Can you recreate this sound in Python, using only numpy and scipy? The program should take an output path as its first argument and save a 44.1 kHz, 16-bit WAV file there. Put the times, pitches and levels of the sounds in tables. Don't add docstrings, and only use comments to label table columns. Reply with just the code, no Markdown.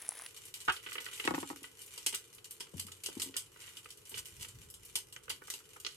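import sys
import numpy as np
from scipy import signal
from scipy.fft import rfft, irfft
from scipy.io import wavfile
from scipy.ndimage import uniform_filter1d

SR = 44100
rng = np.random.default_rng(int(sys.argv[2]) if len(sys.argv) > 2 else 0)


def wrap_up_sound(samples):
    columns = np.atleast_2d(samples).T
    tamed = np.clip(columns, -1, 1)
    steps = np.round(tamed * 32767).astype(np.int16)
    wavfile.write(sys.argv[1], SR, steps)


N = 262836

MOVE_S = .277
ROOM_T60_S = 0.16
TIME = np.arange(N) / SR
AGE = TIME[:16384]
HZ = np.fft.rfftfreq(4096, 1 / SR) + 1

# start_s, level_db
CLOSE_POPS = [(.0212, -30), (0.0825, -36), (0.0905, -19), (0.1093, -32), (.1272, -36), (0.1768, -36),
              (.181, -40), (0.1907, -32.5), (0.199, -42), (.2212, -28.5), (0.2629, -28.5)]
# start_s, level_db, pitch_hz
STEAM_BLIPS = [(.008, -48, 1600), (.0462, -40, 1400), (.0595, -48, 2100), (.0905, -38, 750),
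               (.12, -37, 1100), (.1622, -46, 1500), (.1968, -37, 1200), (.2028, -44, 1500),
               (.2205, -36, 1050), (.2265, -45, 1200), (.2626, -35, 2900)]
# frequency_hz, density_db (per Hz)
CLOSE_COLOUR = [(20, -50), (70, -2), (200, -13.5), (400, -5), (800, -9.5), (1400, -4), (3000, -7),
                (5500, -8.5), (8000, -15), (10300, 1), (11500, -6), (12800, -23), (16000, -16)]
# frequency_hz, density_db (per Hz)
CLOSE_POP_COLOUR = [(30, -43), (200, -22), (1000, -12.5), (3000, -33), (5500, -6.5), (8000, -4),
                    (10300, 4.5), (11500, -8.5), (12800, -32), (16000, -28)]


def close_pan():
    crackles = grains(750, 5, burst(.003, -18, .04))
    tilt = 1.3 * np.log2(HZ / 6000)
    out = amp(-53.5) * colour(crackles, read(CLOSE_COLOUR) + tilt)
    out += amp(-56.5) * colour(rng.standard_normal((2, N)), read(CLOSE_COLOUR))
    for start_s, level_db in CLOSE_POPS:
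        snap = 1.4 * (AGE == 0)
        pop = snap + burst(snap_t60=.004, room_db=-22, room_t60=.04, crest_db=3)
        add(out, start_s, amp(level_db) * colour(pop, read(CLOSE_POP_COLOUR)))
    for start_s, level_db, pitch_hz in STEAM_BLIPS:
        add(out, start_s, amp(level_db) * blip(pitch_hz, t60=.011, half_width_octaves=.8))
    for when, size, pitch in rng.random(size=(20, 3)):
        bubble = blip(700 * 3 ** pitch, t60=.01, half_width_octaves=.8)
        add(out, when * MOVE_S, amp(-58 + 8 * size) * bubble)
    out[1] = .7 * out[0] + .6 * out[1]
    return out * np.clip((MOVE_S - TIME) / 0.0023, 0, 1)


# start_s, level_db, brightness_db_per_octave
SPITS = [(0.364, -38.5, 0.5), (.453, -38.5, 7.5), (.54, -30.5, 1), (0.603, -35.5, 0.5), (.651, -38, 4),
         (0.7216, -31.5, -0.5), (0.929, -31.5, 1), (1.003, -35.5, -3), (1.055, -36, -0.5),
         (1.1343, -34.5, 0), (1.177, -36, 1), (1.2499, -27, -3.5), (1.403, -34, -2), (1.6304, -37.5, 2),
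         (1.817, -35.5, 6), (1.862, -39.5, 13), (1.977, -31, -1.5), (2.0627, -15, 1), (2.1265, -31, -3.5),
         (2.146, -22, 4), (2.348, -42.5, 12), (2.4437, -36.5, 1), (2.5086, -32, 6), (2.6, -39.5, 1.5),
         (2.6049, -29, -2.5), (2.7688, -39.5, 3), (2.7801, -37.5, -1), (2.796, -24.5, 1), (2.8662, -37, 1),
         (2.918, -36, -0.5), (3.036, -29, 2), (3.06, -23.5, 0), (3.176, -40.5, 0), (3.198, -25.5, -0.5),
         (3.219, -21, 1), (3.3662, -19, 2), (3.603, -42, 0), (3.769, -35, -0.5), (3.844, -43, 1),
         (3.904, -36, 1.5), (3.973, -45, 4), (4.053, -42.5, 3), (4.094, -35.5, 14), (4.116, -38, -4.5),
         (4.176, -31, 1), (4.256, -35.5, 2.5), (4.4238, -33, 2), (4.484, -40, 4), (4.701, -38, 8),
         (4.7402, -36.5, 3), (4.851, -40.5, 9.5), (4.955, -18.5, 0), (5.1254, -36.5, 2), (5.2952, -28, 1),
         (5.3012, -25.5, -2.5), (5.472, -39.5, 2), (5.5012, -25, 0.5), (5.5378, -29, -0.5),
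         (5.709, -50, -2.5), (5.8003, -37, 3)]
# centre_s, spread_s (one side), level_db
SPUTTERS = [(3.278, 0.013, -55), (4.173, 0.028, -47.5), (4.191, 0.011, -47), (4.429, 0.021, -47.5)]
# frequency_hz, density_db (per Hz)
SPIT_COLOUR = [(20, -61), (100, -35.5), (300, -21), (450, -29), (640, -39.5), (1000, -15), (1800, -15),
               (2500, -6.5), (3400, -3.5), (5500, -4.5), (8300, 0.5), (10500, -4), (13500, -9),
               (15500, -32)]
DROPS_PER_S, DROP_DB, DROP_SPREAD_DB, DROP_BRIGHT_DB_PER_OCTAVE = 6.1, -51, 7, 1.5


def far_pan():
    walls = cabin()
    steam = sum(amp(level_db) * np.exp(-((TIME - centre_s) / spread_s) ** 2 / 2)
                for centre_s, spread_s, level_db in SPUTTERS)
    froth = grains(740, 8.5, burst(0.002, -12, 0.07))
    out = fizz() + colour(froth * steam, read(SPIT_COLOUR) + walls)
    drops = [(start_s, DROP_DB + DROP_SPREAD_DB * size, DROP_BRIGHT_DB_PER_OCTAVE * (1 + tone))
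             for start_s, size, tone in scatter(MOVE_S, N / SR, DROPS_PER_S)]
    for start_s, level_db, bright in SPITS + drops:
        pop = burst(snap_t60=0.032, room_db=-7.5, room_t60=ROOM_T60_S, crest_db=6.0) * splutter()
        own = bright * np.log2(HZ / 6000) + 2.0 * ripple(count=70) + 1.8 * ripple(count=8)
        add(out, start_s, amp(level_db) * colour(pop, read(SPIT_COLOUR) + walls + own))
    return ports(out)


def splutter(depth_db=2.0, samples=90):
    flicker = np.clip(unit(uniform_filter1d(rng.standard_normal(len(AGE)), samples)), -2, 2)
    build = 1 - .5 * fade(.02)
    return amp(depth_db * (flicker - .5) * (1 - fade(.04))) * build


# frequency_hz, density_db (per Hz)
FIZZ_COLOUR = [(100, -39), (400, -41), (650, -36), (1000, -12.5), (1900, -8.5), (2400, -4.5), (3300, -5.5),
               (4700, -6), (6500, -3.5), (8300, -1.5), (10500, -3.5), (13800, -9.5), (15500, -36)]
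# time_s, level_db
HEAT = [(0.28, -57.5), (0.49, -59.5), (1.17, -53.5), (1.31, -52), (1.45, -56), (1.67, -61), (2.02, -54.5),
        (2.21, -63), (2.44, -62.5), (2.84, -66), (2.98, -58), (3.26, -61), (3.42, -60.5), (3.69, -61),
        (4.11, -60), (4.82, -63.5), (5.08, -66), (5.96, -61)]


def fizz(count=6):
    tone = read(FIZZ_COLOUR) + cabin()
    out = amp(-9) * colour(rng.standard_normal((2, N)), tone)
    for spot in range(count):
        crackles = grains(12, 3.5, burst(.014, -9, .16))
        own = 2.5 * ripple(count=40) + 2.5 * ripple(count=4)
        out += colour(crackles, tone + own) / np.sqrt(count)
    return out * amp(np.interp(TIME, *np.transpose(HEAT)))


# start_s, level_db, hardness_hz
SNAPS = [(.679, -37, 1700), (.683, -26.5, 1370), (.6872, -33.5, 1420), (.694, -35, 3260), (.699, -35, 5140)]
# pitch_hz, level_db, t60_s
BLADE_MODES = [(84, -3.5, .07), (125, -11, .07), (371, -13, .1), (765, -15, .09), (900, -5.5, .11),
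               (1176, -6, .07), (1270, -1.5, .09), (1370, 5, .025), (1455, 3.5, .055), (1528, -3, .06),
               (1612, -5, .08), (1755, -2, .06), (1979, -6.5, .08), (2277, -2, .035), (2550, -11, .14),
               (2828, 3, .06), (3090, -2, .07), (3300, -4, .06), (3690, -7, .1)]
# frequency_hz, density_db (per Hz)
CRACK_COLOUR = [(20, -66), (100, -12), (200, -10.5), (380, 2), (640, -20), (950, -2.5), (1900, -6.5),
                (3500, 1.5), (4500, 1), (9000, 3.5), (15000, -14)]


def blade():
    out = np.zeros((2, N))
    for start_s, level_db, hardness_hz in SNAPS:
        crack_db = read(CRACK_COLOUR) + 20 * np.log10(soften(HZ, hardness_hz))
        crack = colour(burst(.02, -6, .07), crack_db)
        tone = ring(BLADE_MODES, hardness_hz, rise_cycles=.8, room_db=-16)
        add(out, start_s, amp(level_db) * (tone + amp(-8) * crack))
    return panned(ports(out), -2.9)


# start_s, level_db, hardness_hz, flexing_db
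KNOCKS = [(1.252, -42, 1000, -47), (1.2756, -27, 2900, -30), (1.308, -28, 800, -28),
          (1.339, -30.5, 786, -36), (1.3457, -36.5, 3240, -48), (1.379, -34.5, 840, -33.5),
          (1.4287, -38, 1280, -37.5), (1.501, -39.5, 1100, -42.5), (1.508, -43, 900, -40),
          (1.529, -47, 714, -48), (1.563, -62, 900, -52), (1.618, -50, 400, -51)]
# pitch_hz, level_db, t60_s
TABLE_MODES = [(95.6, -19, 0.19), (160.3, -17, 0.17), (273.8, -16, 0.42), (298, -18, 0.26),
               (331, -20, 0.14), (514, -8.5, 0.06), (772, -12, .07), (831, -7.5, 0.095), (934, 3.5, 0.034),
               (1110, 3, 0.032), (1276, -8.5, 0.11), (1454, -16.5, 0.2), (1870, 7, 0.018),
               (2200, -10.5, 0.1), (2640, 0, 0.032)]
# start_s, level_db, pitch_hz
THUDS = [(1.311, -40, 170), (2.736, -47, 397), (2.738, -37.5, 150), (2.762, -48, 230), (2.78, -48, 230),
         (2.846, -47.5, 215), (3.086, -43, 400), (3.168, -35.5, 270), (3.177, -46, 280), (3.234, -48, 300),
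         (3.26, -48, 275), (3.271, -49, 275), (3.282, -49, 275), (3.293, -48, 275), (5.301, -48, 400),
         (5.501, -54, 430)]
KNOCK_HZ = 293.7
THUD_RING_DB = -0.5
SWAY_HZ, SWAY_DB, SWAY_T60_S, SWAY_BELOW_HZ = 92, 1.5, 0.45, 134


def table():
    rattle, body = np.zeros((2, 2, N))
    for start_s, level_db, hardness_hz, flexing_db in KNOCKS:
        crack_db = read(CRACK_COLOUR) + 20 * np.log10(soften(HZ, hardness_hz))
        crack = colour(burst(.016, -19, .11), crack_db)
        tone = ring(TABLE_MODES, hardness_hz, rise_cycles=1.22, room_db=-25)
        add(rattle, start_s, amp(level_db) * (tone + amp(-1) * crack))
        add(body, start_s, amp(flexing_db) * flex(KNOCK_HZ, peak_cycles=1.66, glide_turns=0.26))
    for start_s, level_db, pitch_hz in THUDS:
        boom = colour(burst(.05, -8, .25), band(pitch_hz, .55))
        tone = ring(TABLE_MODES, 0.9 * pitch_hz, rise_cycles=1.9, room_db=-12)
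        add(rattle, start_s, amp(level_db) * (amp(-10.5) * boom + amp(THUD_RING_DB) * tone))
        sway = np.sin(2 * np.pi * SWAY_HZ * AGE) * (fade(SWAY_T60_S) - fade(6 / SWAY_HZ))
        sway *= soften(pitch_hz, SWAY_BELOW_HZ) ** 2
        bend = flex(pitch_hz, peak_cycles=1.1, glide_turns=0.25)
        add(body, start_s, amp(level_db) * (bend + amp(SWAY_DB) * sway))
    out = panned(ports(rattle), 1.0) + panned(body, 4.5)
    return signal.sosfilt(signal.butter(2, 50, "highpass", fs=SR, output="sos"), out)


def flex(hz, peak_cycles, glide_turns):
    u = AGE * hz / peak_cycles
    turns = hz * AGE + glide_turns * (1 - np.exp(-u))
    swell = (u * np.exp(1 - u)) ** 3
    return np.sin(2 * np.pi * turns) * swell * np.ones((2, 1))


# start_s, level_db, hardness_hz
CLICKS = [(0.7643, -30, 4430), (.863, -30.5, 3100), (0.87, -33, 3100), (0.887, -36, 3120),
          (0.919, -32.5, 2970), (0.9548, -26.5, 2480), (0.9814, -24.5, 3000), (1.005, -48, 3400),
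          (1.063, -30, 3150), (1.086, -35.5, 3100), (1.114, -45, 3400), (1.128, -37.5, 3300),
          (1.198, -23, 3230), (1.2406, -29, 3400), (1.561, -43, 2470), (1.641, -32, 3480),
          (2.141, -26.5, 2920), (2.383, -43.5, 4180), (2.669, -44.5, 2920), (2.884, -40, 2610),
          (3.087, -40, 1400), (3.119, -44, 2950), (3.341, -35.5, 5030), (3.358, -34.5, 2040),
          (3.561, -42.5, 1600), (3.64, -41.5, 4000), (3.677, -39.5, 3600), (3.79, -45, 4500),
          (3.858, -38.5, 2640), (4.142, -31, 4230), (4.172, -35.5, 3020), (4.447, -36, 3440),
          (5.1627, -35.5, 2780), (5.2803, -38, 2390), (5.3006, -28, 3600), (5.419, -40, 1660),
          (5.4803, -38.5, 2030), (5.603, -47, 1590), (5.762, -40.5, 1780), (5.8478, -26, 6160),
          (5.8607, -41, 6640), (5.865, -23.5, 7800), (5.889, -41, 5240)]
# start_s, level_db, pitch_hz
SQUELCHES = [(5.162, -43.5, 1900), (5.163, -46.5, 6300), (5.2815, -47, 1500), (5.421, -48, 1430),
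             (5.483, -48.5, 1090), (5.765, -47.5, 1190)]
# centre_s, half_length_s, level_db
SCRAPES = [(0.96, 0.27, -62), (3.66, 0.11, -65)]
# frequency_hz, density_db (per Hz)
CLICK_COLOUR = [(20, -55), (100, -43), (300, -19.5), (450, -20), (640, -35), (950, -19), (1300, 0.5),
                (1700, -8), (2400, -1), (3300, 2), (4500, 4), (15000, -0.5)]
SCRAPE_HARDNESS_HZ = 3600


def cutlery():
    out = np.zeros((2, N))
    tone = read(CLICK_COLOUR) + cabin()
    for start_s, level_db, hardness_hz in CLICKS:
        dulling = np.maximum(60 * np.log10(soften(HZ, 1.1 * hardness_hz)), -32)
        own = dulling + 2.0 * ripple(count=12)
        click = burst(snap_t60=0.038, room_db=-16.5, room_t60=0.3, crest_db=10.0)
        add(out, start_s, amp(level_db) * colour(click, tone + own))
    for start_s, level_db, pitch_hz in SQUELCHES:
        add(out, start_s, amp(level_db) * blip(pitch_hz, t60=0.032, half_width_octaves=.45))
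    pressure = sum(amp(level_db) * np.exp(-((TIME - centre_s) / half_s) ** 4)
                   for centre_s, half_s, level_db in SCRAPES)
    scrape = grains(170, 2.5, burst(.015, -9, .12)) * pressure
    out += colour(scrape, tone + 60 * np.log10(soften(HZ, SCRAPE_HARDNESS_HZ)))
    return panned(ports(out), -2.1)


# frequency_hz, density_db (per Hz)
ROOM_COLOUR = [(12, -42), (28, -19), (48, -4), (70, -4.5), (105, 2.5), (160, -4.5), (230, -15), (330, -5.5),
               (440, -0.5), (640, -21), (950, -16), (1400, -13.5), (2500, -36), (8000, -50)]
# frequency_hz, density_db (per Hz)
RUMBLE_COLOUR = [(20, -44), (42, 4.5), (70, 1), (105, 9), (170, -3.5), (300, -14), (600, -46), (2000, -37)]
# centre_s, spread_s (one side), level_db
SWELLS = [(4.62, .4, -66.5), (4.2, .04, -64), (4.39, .03, -58), (4.57, .06, -63.5), (5.33, .06, -71)]


def room_tone():
    still, moving = rng.standard_normal((2, 2, N))
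    swell = sum(amp(level_db) * np.exp(-((TIME - centre_s) / spread_s) ** 2 / 2)
                for centre_s, spread_s, level_db in SWELLS)
    drift = uniform_filter1d(uniform_filter1d(rng.standard_normal(N), 1800), 900)
    lumps_db = 2.2 * unit(drift)
    murmur = amp(-67.5) * colour(still, read(ROOM_COLOUR))
    return ports(murmur + swell * amp(lumps_db) * colour(moving, read(RUMBLE_COLOUR)))


# centre_hz, width_hz, height_db
CABIN_MODES = [(469, 315, 21.5), (896, 120, 10), (1492, 37, 6), (1999, 144, 8.5), (2962, 333, 8.5)]


def cabin(count=5):
    peaks = sum(db / (1 + (2 * (HZ - hz) / width) ** 2) for hz, width, db in CABIN_MODES)
    return peaks + 1.6 * ripple(count=count)


# frequency_hz, correlation (no unit)
LIKENESS = [(60, .95), (180, .85), (330, .7), (550, -.25), (1000, .15), (2000, .1), (3200, -.15),
            (6300, .15), (7400, .97), (9600, .95), (11000, .75), (15000, .8)]
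# frequency_hz, lead_rad
LEAD = [(20, 0), (9400, 0), (12000, 1.6), (15000, 2.8)]


def ports(x):
    hz = np.fft.rfftfreq(N, 1 / SR) + 1
    like = np.clip(read(LIKENESS, hz), -.9, .995)
    lead = read(LEAD, hz)
    left, other = rfft(x)
    right = (like * left + np.sqrt(1 - like ** 2) * other) * np.exp(-1j * lead)
    sum_gain = np.sqrt((1 + like * np.cos(lead)) / 2)
    return irfft(np.array([left, right]) / sum_gain, N)


def panned(x, db):
    return x * amp([[db / 2], [-db / 2]])


def ring(modes, hardness_hz, rise_cycles, room_db):
    out = np.zeros((2, len(AGE)))
    for hz, db, t60 in modes:
        near_mode_db = -10 * np.log10(1 + ((HZ - hz) / (.12 * hz)) ** 4)
        wash = colour(rng.standard_normal(out.shape), near_mode_db) * fade(ROOM_T60_S)
        build = 1 - np.exp(-(AGE * hz / rise_cycles) ** 2)
        tone = swing(hz * AGE) * fade(t60)
        out += amp(db) * soften(hz, hardness_hz) * (tone + amp(room_db) * wash) * build
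    return out


def swing(turns):
    return np.sin(2 * np.pi * np.array([turns, turns + rng.choice([-1, 1]) / 4]))


def soften(hz, hardness_hz):
    return 1 / np.sqrt(1 + (hz / hardness_hz) ** 4)


def blip(hz, t60, half_width_octaves):
    rush = colour(burst(t60, -14, 3 * t60), band(hz, half_width_octaves))
    tone = np.sin(2 * np.pi * hz * AGE) * (fade(t60) - fade(.0014))
    return .4 * tone + .55 * rush


def burst(snap_t60, room_db, room_t60, crest_db=0):
    envelope = np.hypot(fade(snap_t60), amp(room_db) * fade(room_t60))
    return amp(-crest_db) * rng.standard_normal((2, len(AGE))) * envelope


def grains(per_s, spread_db, grain):
    return unit(signal.fftconvolve(crackle(per_s, spread_db)[None], grain, axes=1)[:, :N])


def crackle(per_s, spread_db):
    size_db = spread_db * np.minimum(rng.exponential(1, N), np.pi)
    return (rng.random(N) < per_s / SR) * rng.choice([-1, 1], N) * amp(size_db)


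def scatter(start, end, per_s):
    slip, size, tone = rng.uniform(-1, 1, (round((end - start) * per_s), 3)).T
    return zip(start + (np.arange(len(slip)) + .5 + slip / 2) / per_s, size, tone)


def ripple(count):
    return unit(uniform_filter1d(rng.standard_normal(len(HZ)), count))


def band(hz, half_width_octaves):
    return -10 * np.log10(1 + (np.log2(HZ / hz) / half_width_octaves) ** 6)


def colour(x, db):
    log_gain = np.log(amp(np.maximum(db - db.max(), -100)))
    mirrored = np.r_[log_gain, log_gain[-2:0:-1]]
    taps = np.fft.ifft(np.exp(np.conj(signal.hilbert(mirrored)))).real
    return signal.fftconvolve(x, taps[None] / np.linalg.norm(taps), axes=1)[:, :x.shape[1]]


def read(points, hz=HZ):
    f, value = np.transpose(points)
    return np.interp(np.log(hz), np.log(np.maximum(f, 1)), value)


def fade(t60):
    return np.exp(-np.log(1000) * AGE / max(t60, 1e-4))


def amp(db):
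    return 10 ** (np.asarray(db) / 20)


def unit(x):
    return x / np.sqrt(np.mean(x ** 2) + 1e-20)


def add(mix, start_s, sound):
    part = mix[:, max(round(start_s * SR), 0):][:, :sound.shape[1]]
    part += sound[:, :part.shape[1]]


def scene():
    at_table = np.clip((TIME - MOVE_S) / 0.0034 + 1, 0, 1)
    return close_pan() + at_table * (far_pan() + blade() + table() + cutlery() + room_tone())


EDGE_HZ = 16400


def record(dry):
    low_pass = signal.firwin(511, EDGE_HZ, window=("kaiser", 9), fs=SR)
    return signal.oaconvolve(dry, low_pass[None], "same")


dry = scene()
out = record(dry)
wrap_up_sound(out)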